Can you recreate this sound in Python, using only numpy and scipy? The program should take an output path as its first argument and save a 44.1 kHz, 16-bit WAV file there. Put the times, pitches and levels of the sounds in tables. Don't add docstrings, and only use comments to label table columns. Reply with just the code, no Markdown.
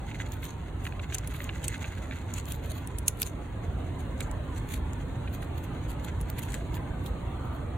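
import sys
import numpy as np
from scipy import signal
from scipy.fft import rfft, irfft
from scipy.io import wavfile
from scipy.ndimage import uniform_filter1d, map_coordinates

SR = 44100
rng = np.random.default_rng(int(sys.argv[2]) if len(sys.argv) > 2 else 0)


def file_out(sig):
    cols = np.atleast_2d(sig).T
    lim = np.clip(cols, -1, 1)
    pcm = np.round(lim * 32767).astype(np.int16)
    wavfile.write(sys.argv[1], SR, pcm)


N = 342688

# (per Hz, relative)
RUMBLE_COLOUR = [(24, -19), (38, -9.5), (52, 1.5), (72, -1), (88, 0.5), (108, -4), (155, -8.5), (205, -16),
                 (265, -12.5), (370, -20), (600, -29.5), (1200, -36.5), (3000, -102)]
# (per Hz, relative)
AIR_COLOUR = [(150, 2.5), (500, 7), (900, 6), (1300, 0), (2000, -5), (3000, -8.5), (4200, -13), (5200, -46),
              (6600, -20.5), (9000, -20), (11500, -32), (16000, -27)]
# time_s, level_db
TRAFFIC_LEVEL = [(0, -36.5), (.8, -36), (3.5, -35.5), (3.75, -33), (6.4, -33), (6.95, -32), (7.77, -34)]
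# time_s, level_db
WHINE_LEVEL = [(6.8, -76), (7.5, -47), (7.77, -57)]
# pitch_hz, coherence (1 = the same, 0 = unrelated)
LIKENESS = [(110, .99), (350, 0.85), (700, 0.16), (1400, 0.74), (3000, -0.2), (8000, 0.05)]
# pitch_hz, left_minus_right_db
BALANCE = [(40, -0.5), (90, -1.5), (180, -3), (700, -3), (1400, 0.5), (3000, 0.5), (8000, 0)]
# time_s, level_db (relative)
GRIND_LEVEL = [(0, -61), (.15, -47.5), (.4, -59), (.75, -62), (.9, -56.5), (1.9, -49), (2.25, -56.5),
               (2.7, -57.5), (3.4, -64.5), (5.7, -61), (6.5, -56), (6.8, -65)]
# (per Hz, relative)
RASP_SPECTRUM = [(400, -24), (1000, -0.5), (2400, 7.5), (4300, 6), (5200, -14), (6600, 6), (8300, -3.5),
                 (10200, -0.5), (11500, -13.5), (13200, 2), (16000, -11)]
# middle_s, fizz_level_db (relative), strongest_pitch_hz, length_s
SCRAPES = [(.213, -49, 6200, 0.011), (.336, -49, 14200, 0.022), (.449, -44.5, 12800, 0.02),
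           (.502, -50, 6460, 0.023), (.859, -48.5, 9150, 0.022), (1.14, -41.5, 6330, 0.011),
           (1.3, -53.5, 10300, 0.013), (1.355, -48.5, 11200, 0.014), (1.422, -48, 13000, 0.025),
           (1.647, -40, 8040, 0.0084), (2.378, -43.5, 7900, 0.021), (2.513, -44, 12600, 0.05),
           (2.66, -55.5, 13000, 0.031), (2.712, -44.5, 9400, .013), (2.775, -52, 14000, 0.037),
           (3.212, -37, 10900, 0.014), (3.266, -44, 8800, 0.019), (4.008, -48.5, 10400, 0.008),
           (4.229, -50.5, 7500, 0.029), (4.573, -48, 7300, 0.019), (4.731, -38, 11300, 0.027),
           (5.342, -48, 13600, 0.012), (5.427, -49.5, 10000, 0.0096), (5.58, -54, 13800, 0.013),
           (5.642, -50, 13600, 0.0085), (5.905, -46, 11700, 0.011), (6.047, -50.5, 10900, 0.014),
           (6.391, -47, 11700, 0.011), (6.437, -45.5, 11000, 0.019), (6.54, -46, 8200, 0.076),
           (6.757, -44, 14800, 0.01), (7.068, -51.5, 14000, 0.02), (7.452, -60, 14000, 0.011),
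           (7.55, -59, 13700, 0.011)]
# pitch_hz, level_db (against its main ring)
SHELL_MODES = [(1700, -2.5), (2650, -3), (3700, -7)]
# start_s, level_db (relative), ring_pitch_hz
TOOTH_KNOCKS = [(.1132, -36.5, 2140), (.1445, -33, 2130), (.2008, -29.5, 2000), (.4277, -35, 2050),
                (.852, -33, 2400), (.8656, -28, 2020), (.9225, -36, 2680), (.9941, -30, 2300),
                (1.1225, -32, 2470), (1.148, -31, 2400), (1.3443, -35, 2300), (1.4032, -31.5, 1990),
                (1.4913, -24.5, 2460), (1.8423, -28.5, 2500), (2.11, -28, 2300), (2.1254, -33.5, 1870),
                (4.2048, -27.5, 2200), (5.2749, -35.5, 2380), (5.4251, -35.5, 1830), (6.541, -31, 2010),
                (6.768, -31.5, 1820)]
# (per Hz, relative)
CHIP_SPECTRUM = [(500, -99), (1600, -2), (2600, 17), (5000, 8), (7000, 13.5), (16000, 11)]
# start_s, level_db (relative), strongest_pitch_hz, decay_s
CHIP_SNAPS = [(0.3214, -29.5, 6840, 0.0012), (.453, -30, 6600, 0.0021), (1.1458, -17, 6250, 0.0028),
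              (1.151, -17.5, 7500, 0.00057), (1.1833, -21.5, 6900, 0.0029), (1.274, -24.5, 10200, 0.0032),
              (1.4422, -26, 7090, 0.0015), (1.6426, -23, 7600, 0.00053), (1.6819, -14.5, 8200, 0.0021),
              (2.3384, -24.5, 6900, 0.003), (2.456, -30, 7240, .0006), (2.522, -17, 9900, 0.00046),
              (2.874, -23.5, 9100, 0.001), (2.985, -23, 9400, 0.0035), (3.0815, -8, 6670, 0.0022),
              (3.0808, -7.5, 10200, 0.0025), (3.2188, -8.5, 12200, 0.0016), (3.2294, -17.5, 4770, 0.0023),
              (4.2068, -21.5, 8450, 0.0017), (4.205, -25, 3800, 0.00097), (4.3138, -27.5, 8000, 0.00091),
              (4.933, -35.5, 7000, .0025), (6.212, -29, 10900, 0.0033), (6.3007, -21, 14200, 0.0015),
              (6.393, -24, 12300, 0.0011), (6.434, -30, 10400, .0006), (6.521, -30, 7040, .0006),
              (6.5427, -22, 7500, 0.0013), (6.743, -31, 3660, 0.0017), (7.062, -33, 3730, 0.0052)]

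AIR_DB = -46
TICKS_PER_S, TICK_DB, TICK_HZ = 70, 19, (3500, 11000)
DETUNE, STRENGTH_DB = .1, 4
SNAP_DB = 18
JUDDER_DB, JUDDER_PER_S = 3, 160
EDGE_HZ = 15950


def amp(db):
    return 10 ** (np.asarray(db) / 20)


def unit(x):
    return x / np.sqrt(np.mean(x ** 2) + 1e-20)


def read(points, hz):
    f, value = np.transpose(points)
    return np.interp(np.log(hz + 1), np.log(f + 1), value)


def read_at(curve, s):
    return np.interp(s, *np.transpose(curve))


def follow(curve):
    return read_at(curve, np.arange(N) / SR)


def add(mix, s, sound):
    at = round(s * SR)
    sound = sound[:, max(-at, 0):]
    part = mix[:, max(at, 0):][:, :sound.shape[1]]
    part += sound[:, :part.shape[1]]


def wander(length, per_s):
    knots = np.arange(length) * per_s / SR
    return unit(map_coordinates(rng.standard_normal(length // 20 + 2), [knots], mode="wrap"))


def drift(x, patchy_db=4.0):
    z = signal.stft(x, nperseg=2048)[2]
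    patches = rng.standard_normal(z.shape[1:])
    patches = uniform_filter1d(patches, size=3, axis=0)
    patches = unit(uniform_filter1d(patches, size=4, axis=1))
    gain = amp(patchy_db * np.minimum(patches, 2))
    return unit(signal.istft(z * gain, nperseg=2048)[1][:, :N])


def ring(colour, hz=1000, lift_db=0, width_hz=1000, skirt_db=0, size=1024):
    f = abs(np.fft.fftfreq(size, 1 / SR))
    peak_db = lift_db / (1 + (2 * (f - hz) / width_hz) ** 2)
    peak_db -= skirt_db * np.minimum(abs(np.log2((f + 1) / hz)), 1)
    log_gain = np.log(amp(read(colour, f) + peak_db))
    spectrum = np.exp(np.conj(signal.hilbert(log_gain)))
    return np.fft.ifft(spectrum).real[None, :size // 2]


def diffuse(colour):
    hz = np.fft.rfftfreq(N, 1 / SR)
    a, b = rfft(rng.standard_normal((2, N)))
    same, tilt_db = np.clip(read(LIKENESS, hz), -1, 1), read(BALANCE, hz)
    left = a * amp(tilt_db / 2)
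    right = (same * a + np.sqrt(1 - same ** 2) * b) * amp(-tilt_db / 2)
    return unit(irfft(np.array([left, right]) * amp(read(colour, hz)), N))


def outdoors(rumble_db=0, air_share=0.76, whine_hz=1200):
    level_db = follow(TRAFFIC_LEVEL)
    rumble = diffuse(RUMBLE_COLOUR) * amp(level_db + rumble_db)
    wash = drift(diffuse(AIR_COLOUR)) * amp(AIR_DB + air_share * (level_db - level_db.mean()))
    whine_colour = [(whine_hz / 2, -60), (whine_hz * 0.83, -14), (whine_hz, 0),
                    (whine_hz * 1.25, -14), (whine_hz * 2, -60)]
    whine = diffuse(whine_colour)
    return rumble + wash + whine * amp(follow(WHINE_LEVEL))


def scatter(x, wet_db=-22, t60=0.15):
    t = np.arange(SR // 4) / SR
    taps = rng.standard_normal((2, len(t))) * (rng.random((2, len(t))) < 1 / 10)
    taps *= amp(-60 * t / t60) * (t > .002)
    return x + amp(wet_db) * signal.fftconvolve(x, taps / np.linalg.norm(taps[0]), axes=1)[:, :N]


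def early_echoes(sound, echo=0.76, reach_s=0.0015, count=4):
    taps = np.zeros(256)
    wait, sign = rng.uniform(.15, 1, count), rng.choice([-1, 1], count)
    taps[np.minimum(wait * reach_s * SR, len(taps) - 1).astype(int)] = echo * sign
    taps[0] = 1
    return signal.fftconvolve(sound, taps[None] / np.linalg.norm(taps))


def shell(hz, main_t60=0.009, side_t60=0.0091, lag_s=.00007, left_db=-3.0):
    t = np.maximum(np.arange(SR // 20) / SR - np.array([[0], [lag_s]]), 0)
    modes = amp(-60 * t / main_t60) * np.sin(2 * np.pi * hz * t)
    variation = rng.uniform(-1.18, 1, (len(SHELL_MODES), 2))
    for (f, db), (shift, force) in zip(SHELL_MODES, variation):
        level = amp(db + STRENGTH_DB * force - 60 * t / side_t60)
        modes += level * np.sin(2 * np.pi * f * (1 + DETUNE * shift) * t)
    modes *= 1 - np.exp(-t / 0.00046)
    return modes / abs(modes).max() * amp([[left_db], [0]])


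def slips(size, per_s, spread_db, shared=0.44):
    pulses = (rng.random((3, size)) < per_s / SR) * rng.standard_normal((3, size))
    pulses *= amp(spread_db * np.minimum(rng.exponential(1, (3, size)), 4))
    return unit(pulses[:2] + shared * pulses[2])


def grit(size, per_s, hz, count=3):
    pulses = (rng.random((count, size)) < per_s / count / SR) * rng.standard_normal((count, size))
    return unit(sum(signal.oaconvolve(spot[None], shell(hz), axes=1)[:, :size] for spot in pulses))


def grinding(fizz_db=-7, grit_db=-1, grit_per_s=900, uneven_db=4, uneven_per_s=45):
    rasp = ring(RASP_SPECTRUM, 6600, skirt_db=10)
    fizz = unit(signal.oaconvolve(slips(N, 1500, 3), rasp)[:, :N])
    gnawing = amp(fizz_db) * drift(fizz) + amp(grit_db) * grit(N, grit_per_s, 2048)
    return gnawing * amp(follow(GRIND_LEVEL) + uneven_db * wander(N, uneven_per_s))


def ticks():
    out = np.zeros((2, N))
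    for when, force, spot in rng.random((round(TICKS_PER_S * N / SR), 3)):
        s, hz = when * N / SR, np.interp(spot, [0, 1], TICK_HZ)
        tick = early_echoes(ring(RASP_SPECTRUM, hz, 7.3, hz / 2))
        level_db = read_at(GRIND_LEVEL, s) + TICK_DB * force
        add(out, s, amp(level_db) * tick / np.linalg.norm(tick))
    return out


def strokes(rows, stroke_db=0.0, slips_per_s=1300, spread_db=4.0, lift_db=4, width_share=.3, skirt_db=6,
            fall_share=1.04, crumbs_db=25, crumbs_per_s=450, crumbs_hz=3200, size=8192):
    out, t = np.zeros((2, N)), (np.arange(size) - size / 2) / SR
    for s, db, hz, length in rows:
        press = np.hanning(size) / (1 + (t / (length * np.where(t < 0, 1, fall_share))) ** 2)
        colour = ring(RASP_SPECTRUM, hz, lift_db, width_share * hz, skirt_db)

        def fizz_at_spot():
            rasp = signal.fftconvolve(slips(size, slips_per_s, spread_db), colour)
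            return unit(early_echoes(rasp)[:, :size])

        first, last = fizz_at_spot(), fizz_at_spot()
        slide = np.clip(.5 + t / length / 2, 0, 1)
        fizz = np.sqrt(1 - slide) * first + np.sqrt(slide) * last
        crumbs_level = amp(crumbs_db + db / 2 + read_at(GRIND_LEVEL, s))
        crumbs = grit(size, crumbs_per_s, crumbs_hz) * crumbs_level
        judder = amp(JUDDER_DB * wander(size, JUDDER_PER_S))
        add(out, s + t[0], judder * press * (amp(db + stroke_db) * fizz + crumbs))
    return out


def knocks(rows, knock_db=1, delay_s=0.00067, chatter_db=-7, chatter_s=0.013, count=3):
    out = np.zeros((2, N))
    for s, db, hz in rows:
        add(out, s + delay_s, amp(db + knock_db) * shell(hz))
        for late in rng.random(count) ** 2:
            add(out, s + delay_s + chatter_s * late, amp(db + chatter_db * late) * shell(hz))
    return out


def chips(chip_db=-12.5, lift_db=10, width_share=0.14, skirt_db=7, shared=0.19, rise_s=0.00035,
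          around_db=-19, around_s=0.0091, size=1800):
    out, t = np.zeros((2, N)), (np.arange(size) - size / 2) / SR
    for s, db, hz, fall_s in CHIP_SNAPS:
        draw = rng.standard_normal((3, size))
        burst = (draw[:2] + shared * draw[2]) * 2 / (np.exp(-t / rise_s) + np.exp(t / fall_s))
        burst += slips(size, 2700, 1.1) * amp(around_db) * np.exp(-abs(t) / around_s)
        burst[[0, 1], size // 2 + np.array([0, rng.integers(3)])] += amp(SNAP_DB)
        colour = ring(CHIP_SPECTRUM, hz, lift_db, width_share * hz, skirt_db)
        snap = signal.fftconvolve(burst, colour / np.linalg.norm(colour))
        add(out, s + t[0], amp(db + chip_db) * snap)
    return out


def scene():
    background = outdoors() + grinding()
    bites = chips() + knocks(TOOTH_KNOCKS) + strokes(SCRAPES) + ticks()
    return background + scatter(bites)


def record(dry):
    low_pass = signal.firwin(511, EDGE_HZ, window=("kaiser", 9), fs=SR)
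    return signal.oaconvolve(dry, low_pass[None], "same")


dry = scene()
out = record(dry)
file_out(out)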